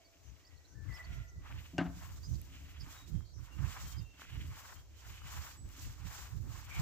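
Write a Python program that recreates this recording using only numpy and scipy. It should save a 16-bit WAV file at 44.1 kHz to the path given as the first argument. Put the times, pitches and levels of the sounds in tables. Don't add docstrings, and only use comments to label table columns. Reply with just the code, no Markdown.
import sys
import numpy as np
from scipy import signal
from scipy.fft import rfft, irfft, next_fast_len
from scipy.io import wavfile
from scipy.ndimage import uniform_filter1d

SR = 44100
rng = np.random.default_rng(int(sys.argv[2]) if len(sys.argv) > 2 else 0)


def to_wav(sig):
    pcm = np.clip(np.atleast_2d(sig), -1, 1) * 32767
    pcm = np.round(pcm).astype(np.int16)
    wavfile.write(sys.argv[1], SR, pcm.T)


N = 300321

# mode_hz [Hz], level_db [dB, relative], t60_s [s]
BARROW_MODES = [(173, -1.5, 0.3), (275, 5.5, 0.098), (294.5, -8, 0.28), (337, -10, 0.22), (630, -9.5, 0.19),
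                (674, -4.5, 0.11), (742, -15, 0.24), (856, -14.5, 0.23), (1010, -14.5, 0.092),
                (1538, -5, 0.08), (2790, -2.5, 0.025)]


def amp(db):
    return 10 ** (np.asarray(db) / 20)


def rms_one(x):
    return x / np.sqrt(np.mean(x ** 2) + 1e-20)


def in_time(rows):
    s, *columns = np.transpose(rows)
    return [np.interp(np.arange(N) / SR, s, c) for c in columns]


def swells(rows, steep):
    t, rows = np.arange(0, N + 64, 64) / SR, np.array(rows)
    middle_s, length_s = rows[:, :1], rows[:, 1:2]
    shape = np.exp(-np.log(4) * np.abs(2 * (t - middle_s) / length_s) ** steep)
    power = amp(2 * rows[:, 2:].T) @ shape
    return np.array([np.interp(np.arange(N) / SR, t, np.sqrt(p)) for p in power])


def split(level_db, pan_db):
    right_db = level_db - 10 * np.log10(1 + amp(2 * pan_db))
    return right_db + pan_db, right_db


def drift(rate, channels):
    knots = rng.standard_normal((channels, int(N / SR * rate) + 2))
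    return np.array([np.interp(np.arange(N) / SR * rate, np.arange(len(k)), k) for k in knots])


def shaped(x, spectrum):
    size = next_fast_len(N)
    hz, db = np.transpose(spectrum)
    f = np.maximum(np.arange(size // 2 + 1) * SR / size, 1)
    octaves_beyond = np.maximum(np.log2(hz[0] / f), 0) + np.maximum(np.log2(f / hz[-1]), 0)
    gain = amp(np.interp(np.log(f), np.log(hz), db) - 22.2 * octaves_beyond)
    return rms_one(irfft(rfft(x, size) * gain, size)[..., :N])


def ring(clicks, hz, t60):
    r, w = amp(-60 / (t60 * SR)), 2 * np.pi * hz / SR
    return signal.lfilter([0, np.sin(w)], [1, -2 * r * np.cos(w), r * r], clicks + 1e-18)


def echoes(x, t60):
    t = np.arange(int(1.2 * SR)) / SR
    noise = rng.standard_normal((2, len(t)))
    dull = signal.lfilter(*signal.butter(2, 2400, fs=SR), noise)
    bright = noise - dull
    tail = dull * amp(-60 * t / t60) + bright * amp(-60 * t / (0.4 * t60))
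    tail = tail / np.sqrt(t60 * SR / 14)
    return signal.fftconvolve(x[None], tail, axes=1)[:, :N]


def wind():
    # [dB, both ports together, before drift and mix]
    slow_wind = [(0.0, -69), (1.0, -63), (2.2, -46), (2.6, -52), (3.7, -63), (4.7, -58), (6.72, -53.5),
                 (6.81, -30.5)]
    # [dB, left minus right]
    gust_puffs = [(0.297, -49.5, 32), (0.549, -53, 75), (0.79, -45.5, 31), (0.892, -39.5, 34),
                  (1.11, -39.5, -8.5), (1.191, -41, -9), (1.384, -43.5, -3), (1.553, -41, -5.5),
                  (1.896, -43.5, 18), (2.13, -47.5, 4), (2.333, -34.5, -16), (2.64, -50, 12),
                  (2.815, -42.5, -12), (3.154, -34, -31), (3.392, -42, -20), (3.632, -32, -28),
                  (3.845, -41.5, -2), (3.985, -38, -14.5), (4.385, -36.5, -9), (4.483, -41.5, -1.5),
                  (4.77, -50.5, 13), (4.944, -55, 5), (5.106, -46, -5), (5.253, -46, 5), (5.381, -41, -6),
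                  (5.651, -43, -5.5), (5.868, -41.5, 1.5), (6.05, -41, -43), (6.225, -47, 19),
                  (6.368, -39, -19), (6.462, -37.5, -15), (6.561, -44, -17), (6.705, -47.5, 15)]
    # pitch_hz [Hz], density_db [dB per Hz]
    wind_colour = [(28, -13), (45, 0.5), (70, 5.5), (105, -3.5), (160, -36), (300, -23.5)]
    puff_s = 0.085
    s, level_db, pan_db = np.transpose(gust_puffs)
    puffs = swells(np.transpose([s, np.full(len(s), puff_s), *split(level_db, pan_db)]), steep=1.23)
    slow_db = np.array(split(*in_time(slow_wind), -2.5))
    gust = np.hypot(puffs, amp(slow_db + 0.43 * drift(4.5, channels=2)))
    eddies = shaped(rng.standard_normal((2, N)), wind_colour)
    lump = np.sqrt(uniform_filter1d(eddies ** 2, size=1024, axis=1))
    eddies = rms_one(eddies / (lump + 0.38))
    flutter = shaped(rng.standard_normal((2, N)), [(110, 21), (170, 10.0), (260, -9.5)])
    flutter_gain = amp(-14.0) * (gust / amp(-64.5)) ** 0.5
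    return gust * (amp(1.0) * eddies + flutter * flutter_gain)


def yard():
    # pitch_hz [Hz], density_db [dB per Hz]
    yard_colour = [(180, -16), (300, 4.5), (550, 2), (3000, -12), (4100, -4.5), (6400, 0.5), (11000, -14),
                   (15000, -10)]
    shared, *own = shaped(rng.standard_normal((3, N)), yard_colour)
    low = signal.butter(1, 1800, fs=SR)
    both = signal.lfilter(*low, shared) + np.array(own) - signal.lfilter(*low, own) * 0.039
    return both * amp(-71.5 + 0.16 * drift(1.2, channels=1))


def notes(table, arch, fade_db, fuzz_hz, fuzz_rate):
    out, unsteady = np.zeros(N + SR), drift(fuzz_rate, channels=1)[0]
    for s, length, a_hz, b_hz, level_db in table:
        u, at = np.linspace(0, 1, round(length * SR)), max(round(s * SR), 0)
        path = 1 - np.abs(2 * u - 1) ** 1.4 if arch else u
        pitch = a_hz + (b_hz - a_hz) * path + fuzz_hz * unsteady[at:at + len(u)]
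        envelope = np.sin(np.pi * u) ** 0.3 * amp(-fade_db * u)
        tone = np.sin(2 * np.pi * np.cumsum(pitch) / SR)
        out[at:at + len(u)] += np.sqrt(2) * amp(level_db) * envelope * tone
    return out[:N]


def whistles():
    # [dB before fade, blur and pan]
    whistle_notes = [(0., 0.025, 690, 685, -66), (0., 0.09, 2240, 2300, -78), (.88, .3, 680, 670, -73),
                     (.41, 0.2, 1940, 1950, -76), (.62, 0.25, 1530, 1570, -78.5),
                     (.745, 0.25, 1750, 1790, -68), (.888, 0.085, 2005, 1990, -56.5),
                     (.992, 0.034, 1975, 1995, -54), (1.05, 0.16, 1390, 1385, -69.5),
                     (2.915, 0.03, 3250, 3650, -68), (2.955, 0.06, 3770, 3850, -64),
                     (3.03, 0.05, 3830, 3830, -69), (3.12, 0.14, 3210, 3210, -74),
                     (3.51, 0.045, 2800, 2770, -67), (3.82, 0.18, 3170, 3160, -68),
                     (3.95, 0.09, 3700, 3670, -73), (4., 0.16, 2760, 2730, -68),
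                     (4.31, 0.06, 2920, 2920, -64.5), (4.76, 0.04, 3080, 3350, -69),
                     (4.94, 0.055, 2980, 3240, -71), (5.143, 0.12, 2975, 2960, -66),
                     (5.565, 0.064, 7880, 7830, -62.5)]
    blur = 1 + .45 * drift(120, channels=1)[0]
    far = notes(whistle_notes, arch=False, fade_db=4, fuzz_hz=36, fuzz_rate=260) * blur
    return far * amp([[-4], [0]]) + amp(3) * echoes(far, t60=1.15)


def chirps():
    # [dB before fade, flicker and pan]
    chirp_notes = [(.04, 0.0415, 4140, 4630, -67), (.445, 0.058, 4100, 5200, -67),
                   (.56, 0.026, 4040, 4320, -74), (.645, 0.033, 3900, 4230, -73.5),
                   (.925, 0.058, 4300, 5420, -63.5), (1.035, 0.028, 4050, 4560, -64.5),
                   (2.231, 0.047, 4680, 5100, -58.5), (2.354, 0.014, 4360, 4930, -63),
                   (2.8, 0.044, 4730, 4730, -58.5), (2.803, 0.031, 5370, 5180, -57.5),
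                   (3.965, 0.042, 4620, 5040, -60.5)]
    near = notes(chirp_notes, arch=True, fade_db=2.5, fuzz_hz=130, fuzz_rate=500)
    near = near * (1 + .6 * drift(200, channels=1)[0])
    return near * amp([[-3.5], [2.5]]) + amp(-6) * echoes(near, t60=.3)


def rolling():
    # time_s [s], level_db [dB]
    roll_level = [(0, -79.5), (2.4, -70.5), (2.6, -64.5), (3.0, -72.5), (3.9, -79), (4.5, -68.5),
                  (5.0, -92), (5.8, -67.5), (6.81, -92)]
    bumps_per_s, tyre_hz = 60, 445
    bumps = (rng.random(N) < bumps_per_s / SR) * rng.standard_normal(N)
    soft = signal.lfilter(*signal.butter(2, tyre_hz, fs=SR), bumps)
    level_db, = in_time(roll_level)
    murmur = sum(amp(db) * ring(soft, hz, t60) for hz, db, t60 in BARROW_MODES)
    return amp(level_db) * rms_one(murmur)


def grains(size_db):
    sizes = np.minimum(rng.exponential(1, (3, N)), 6)
    return rms_one(rng.standard_normal((3, N)) * amp(size_db * sizes))


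def close_pair(spectrum, alike):
    lead = 4
    shared, *own = shaped(grains(2.7), spectrum)
    alike = np.clip(alike, 0, 1)
    together = np.array([shared, np.roll(shared, lead)])
    return np.sqrt(alike) * together + np.sqrt(1 - alike) * np.array(own)


def swish():
    # middle_s [s], length_s [s], level_db [dB before crunch and pan], hiss_db [dB above that level]
    swish_steps = [(0.978, 0.18, -63.5, -1), (1.494, 0.099, -60, -6.5), (2.045, 0.17, -62, 0),
                   (2.177, 0.62, -76.5, 12), (2.932, 0.14, -62, 2), (3.09, 0.03, -80.5, 18.5),
                   (3.15, 0.14, -76, 6.5), (3.471, 0.13, -67.5, 0), (3.715, 0.22, -57, -2),
                   (3.858, 0.23, -62.5, 5), (4.207, 0.032, -72, 6), (4.579, 0.12, -60.5, 2),
                   (4.697, 0.16, -62.5, 2.5), (5.093, 0.14, -64.5, 4.5), (5.342, 0.13, -56.5, 3.5),
                   (5.455, 0.15, -58.5, 3), (5.7, 0.085, -71, 6), (5.84, 0.16, -66.5, 8.5),
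                   (6.163, 0.24, -57.5, 3), (6.26, 0.49, -81.5, 13.5), (6.57, 0.16, -61, 2.5),
                   (6.804, 0.18, -54.5, 0.5)]
    # middle_s [s], length_s [s], level_db [dB before crunch and pan]
    dry_rustles = [(.33, 0.71, -76.5), (1.15, 0.2, -66), (1.62, 0.25, -65), (2.56, 0.072, -65),
                   (2.76, 0.6, -68), (4.22, 0.062, -60), (4.38, 0.33, -63), (5.22, 0.42, -65),
                   (5.84, 0.21, -65.5), (6.78, 0.27, -64.5)]
    # pitch_hz [Hz], density_db [dB per Hz]
    body_colour = [(450, -12), (800, -2), (1100, 2.5), (1600, -1), (2200, -6)]
    rustle_colour = [(1300, -2), (2000, 4), (3000, 5.5), (3800, -2)]
    hiss_colour = [(3200, -3.5), (4500, -1), (7000, 1.5), (11000, -10.5), (15000, -1.5)]
    s, length, level_db, hiss_db = np.transpose(swish_steps)
    body, hiss = swells(np.transpose([s, length, level_db, level_db + hiss_db]), steep=1.76)
    dry_gain, = swells(dry_rustles, steep=2.06)
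    rustle = np.hypot(dry_gain, body * amp(-5))
    body = np.hypot(body, dry_gain * amp(-8.5))
    hiss = np.hypot(hiss, dry_gain * amp(-2.5))
    crunch = amp(3.1 * drift(70, channels=2))
    low = crunch[0] * body * close_pair(body_colour, 0.62) * amp([[2.5], [.4]])
    low += crunch[1] * rustle * close_pair(rustle_colour, 0.78) * amp([[1.2], [2.5]])
    hiss = hiss * close_pair(hiss_colour, 0.16) * amp(3.27 * drift(40, channels=2))
    top = signal.sosfilt(signal.butter(4, 9200, "high", fs=SR, output="sos"), hiss)
    middle = signal.sosfilt(signal.butter(4, 9200, "low", fs=SR, output="sos"), hiss)
    return low + top * amp([[2.5], [-5.5]]) + middle * amp([[-1.5], [1.2]])


def wheezes():
    # middle_s [s], length_s [s], level_db [dB], centre_hz [Hz]
    wheeze_calls = [(0.274, 0.071, -70.5, 6150), (.71, 0.07, -71, 6090), (1.15, 0.072, -71, 5900),
                    (1.294, 0.03, -68, 6100), (2.298, 0.13, -65, 6200), (3.295, 0.09, -70.5, 4360),
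                    (3.368, 0.07, -67.5, 5730), (6.753, 0.094, -53, 2300)]
    width = 1.07
    out, noise = 0, rng.standard_normal((2, N))
    for s, length, level_db, hz in wheeze_calls:
        sos = signal.butter(2, [hz / width, hz * width], "band", fs=SR, output="sos")
        band = signal.sosfilt(sos, noise)
        out = out + swells([(s, length, level_db)], steep=7.3) * rms_one(band)
    return out


def ticks():
    # start_s [s], peak_db [dB before pan], centre_hz [Hz]
    twig_snaps = [(1.525, -42, 2330), (2.345, -47, 4900), (2.416, -40.5, 12000), (3.207, -53, 1310),
                  (4.196, -48.5, 1430), (4.219, -39, 1480), (4.222, -60, 2840), (4.231, -47, 1700),
                  (4.252, -50, 1500), (5.219, -47, 1340), (5.690, -46, 9400)]
    out, click = np.zeros(N), np.eye(1, 1024)[0]
    for s, level_db, hz in twig_snaps:
        snap = ring(click, hz, max(10.6 / hz, .002)) + 0.5 * np.diff(click, prepend=0)
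        at = round(s * SR)
        out[at:at + len(snap)] += snap / np.abs(snap).max() * amp(level_db)
    return out * amp([[2.2], [-2.2]])


def barrow():
    # [Hz, lowest moved; a glancing tick leaves the low modes still]
    plank_knocks = [(1.732, -39, 495, 25), (1.7811, -29, 8950, 800), (1.786, -23, 2460, 25),
                    (1.883, -45.5, 603, 25.2)]
    # top Hz, dB, t60 s
    thuds = [(1580, 3.5, 0.22), (3000, -4.5, 0.2), (8060, -2.4, 0.021)]
    out, t = np.zeros(N), np.arange(SR // 2) / SR
    for s, level_db, hard_hz, low_hz in plank_knocks:
        rattle = amp(-37.0) * rng.standard_normal((len(BARROW_MODES), len(t))) * amp(-60 * t / 0.28)
        rattle = signal.lfilter(*signal.butter(1, 700.0, fs=SR), rattle) * amp(5.5)
        rattle[:, 0] = -1
        body = sum(amp(db) * ring(hit, hz, t60) for hit, (hz, db, t60) in zip(rattle, BARROW_MODES))
        for thud_hz, thud_db, t60 in thuds:
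            band = signal.butter(2, [thud_hz / 2.9, thud_hz], "band", fs=SR)
            noise = signal.lfilter(*band, rng.standard_normal(len(t)))
            body += noise * amp(thud_db - 60 * t / t60)
        body = signal.lfilter(*signal.butter(2, [low_hz, hard_hz], "band", fs=SR), body)
        body *= 1 - np.exp(-t * hard_hz / 2.0)
        body *= amp(5 * np.tanh(t / .03) * drift(60, channels=1)[0, :len(t)])
        at = round(s * SR)
        out[at:at + len(t)] += amp(level_db) * body / (3 * np.std(body[:1024]))
    return out * amp([[1.2], [-1.2]]) + amp(-16.0) * echoes(out, t60=0.58)


def scene():
    birds = whistles() + chirps()
    return wind() + yard() + birds + rolling() + swish() + wheezes() + ticks() + barrow()


def record(dry):
    dry = signal.sosfilt(signal.butter(3, 38.0, "high", fs=SR, output="sos"), dry)
    dip = signal.sosfilt(signal.butter(2, [8300, 10100], "bandstop", fs=SR, output="sos"), dry)
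    dip = dip + amp(-24) * dry
    stop_hz = 15800 * 1.03
    return signal.sosfilt(signal.cheby2(14, 70, stop_hz, fs=SR, output="sos"), dip)


dry = scene()
out = record(dry)
to_wav(out)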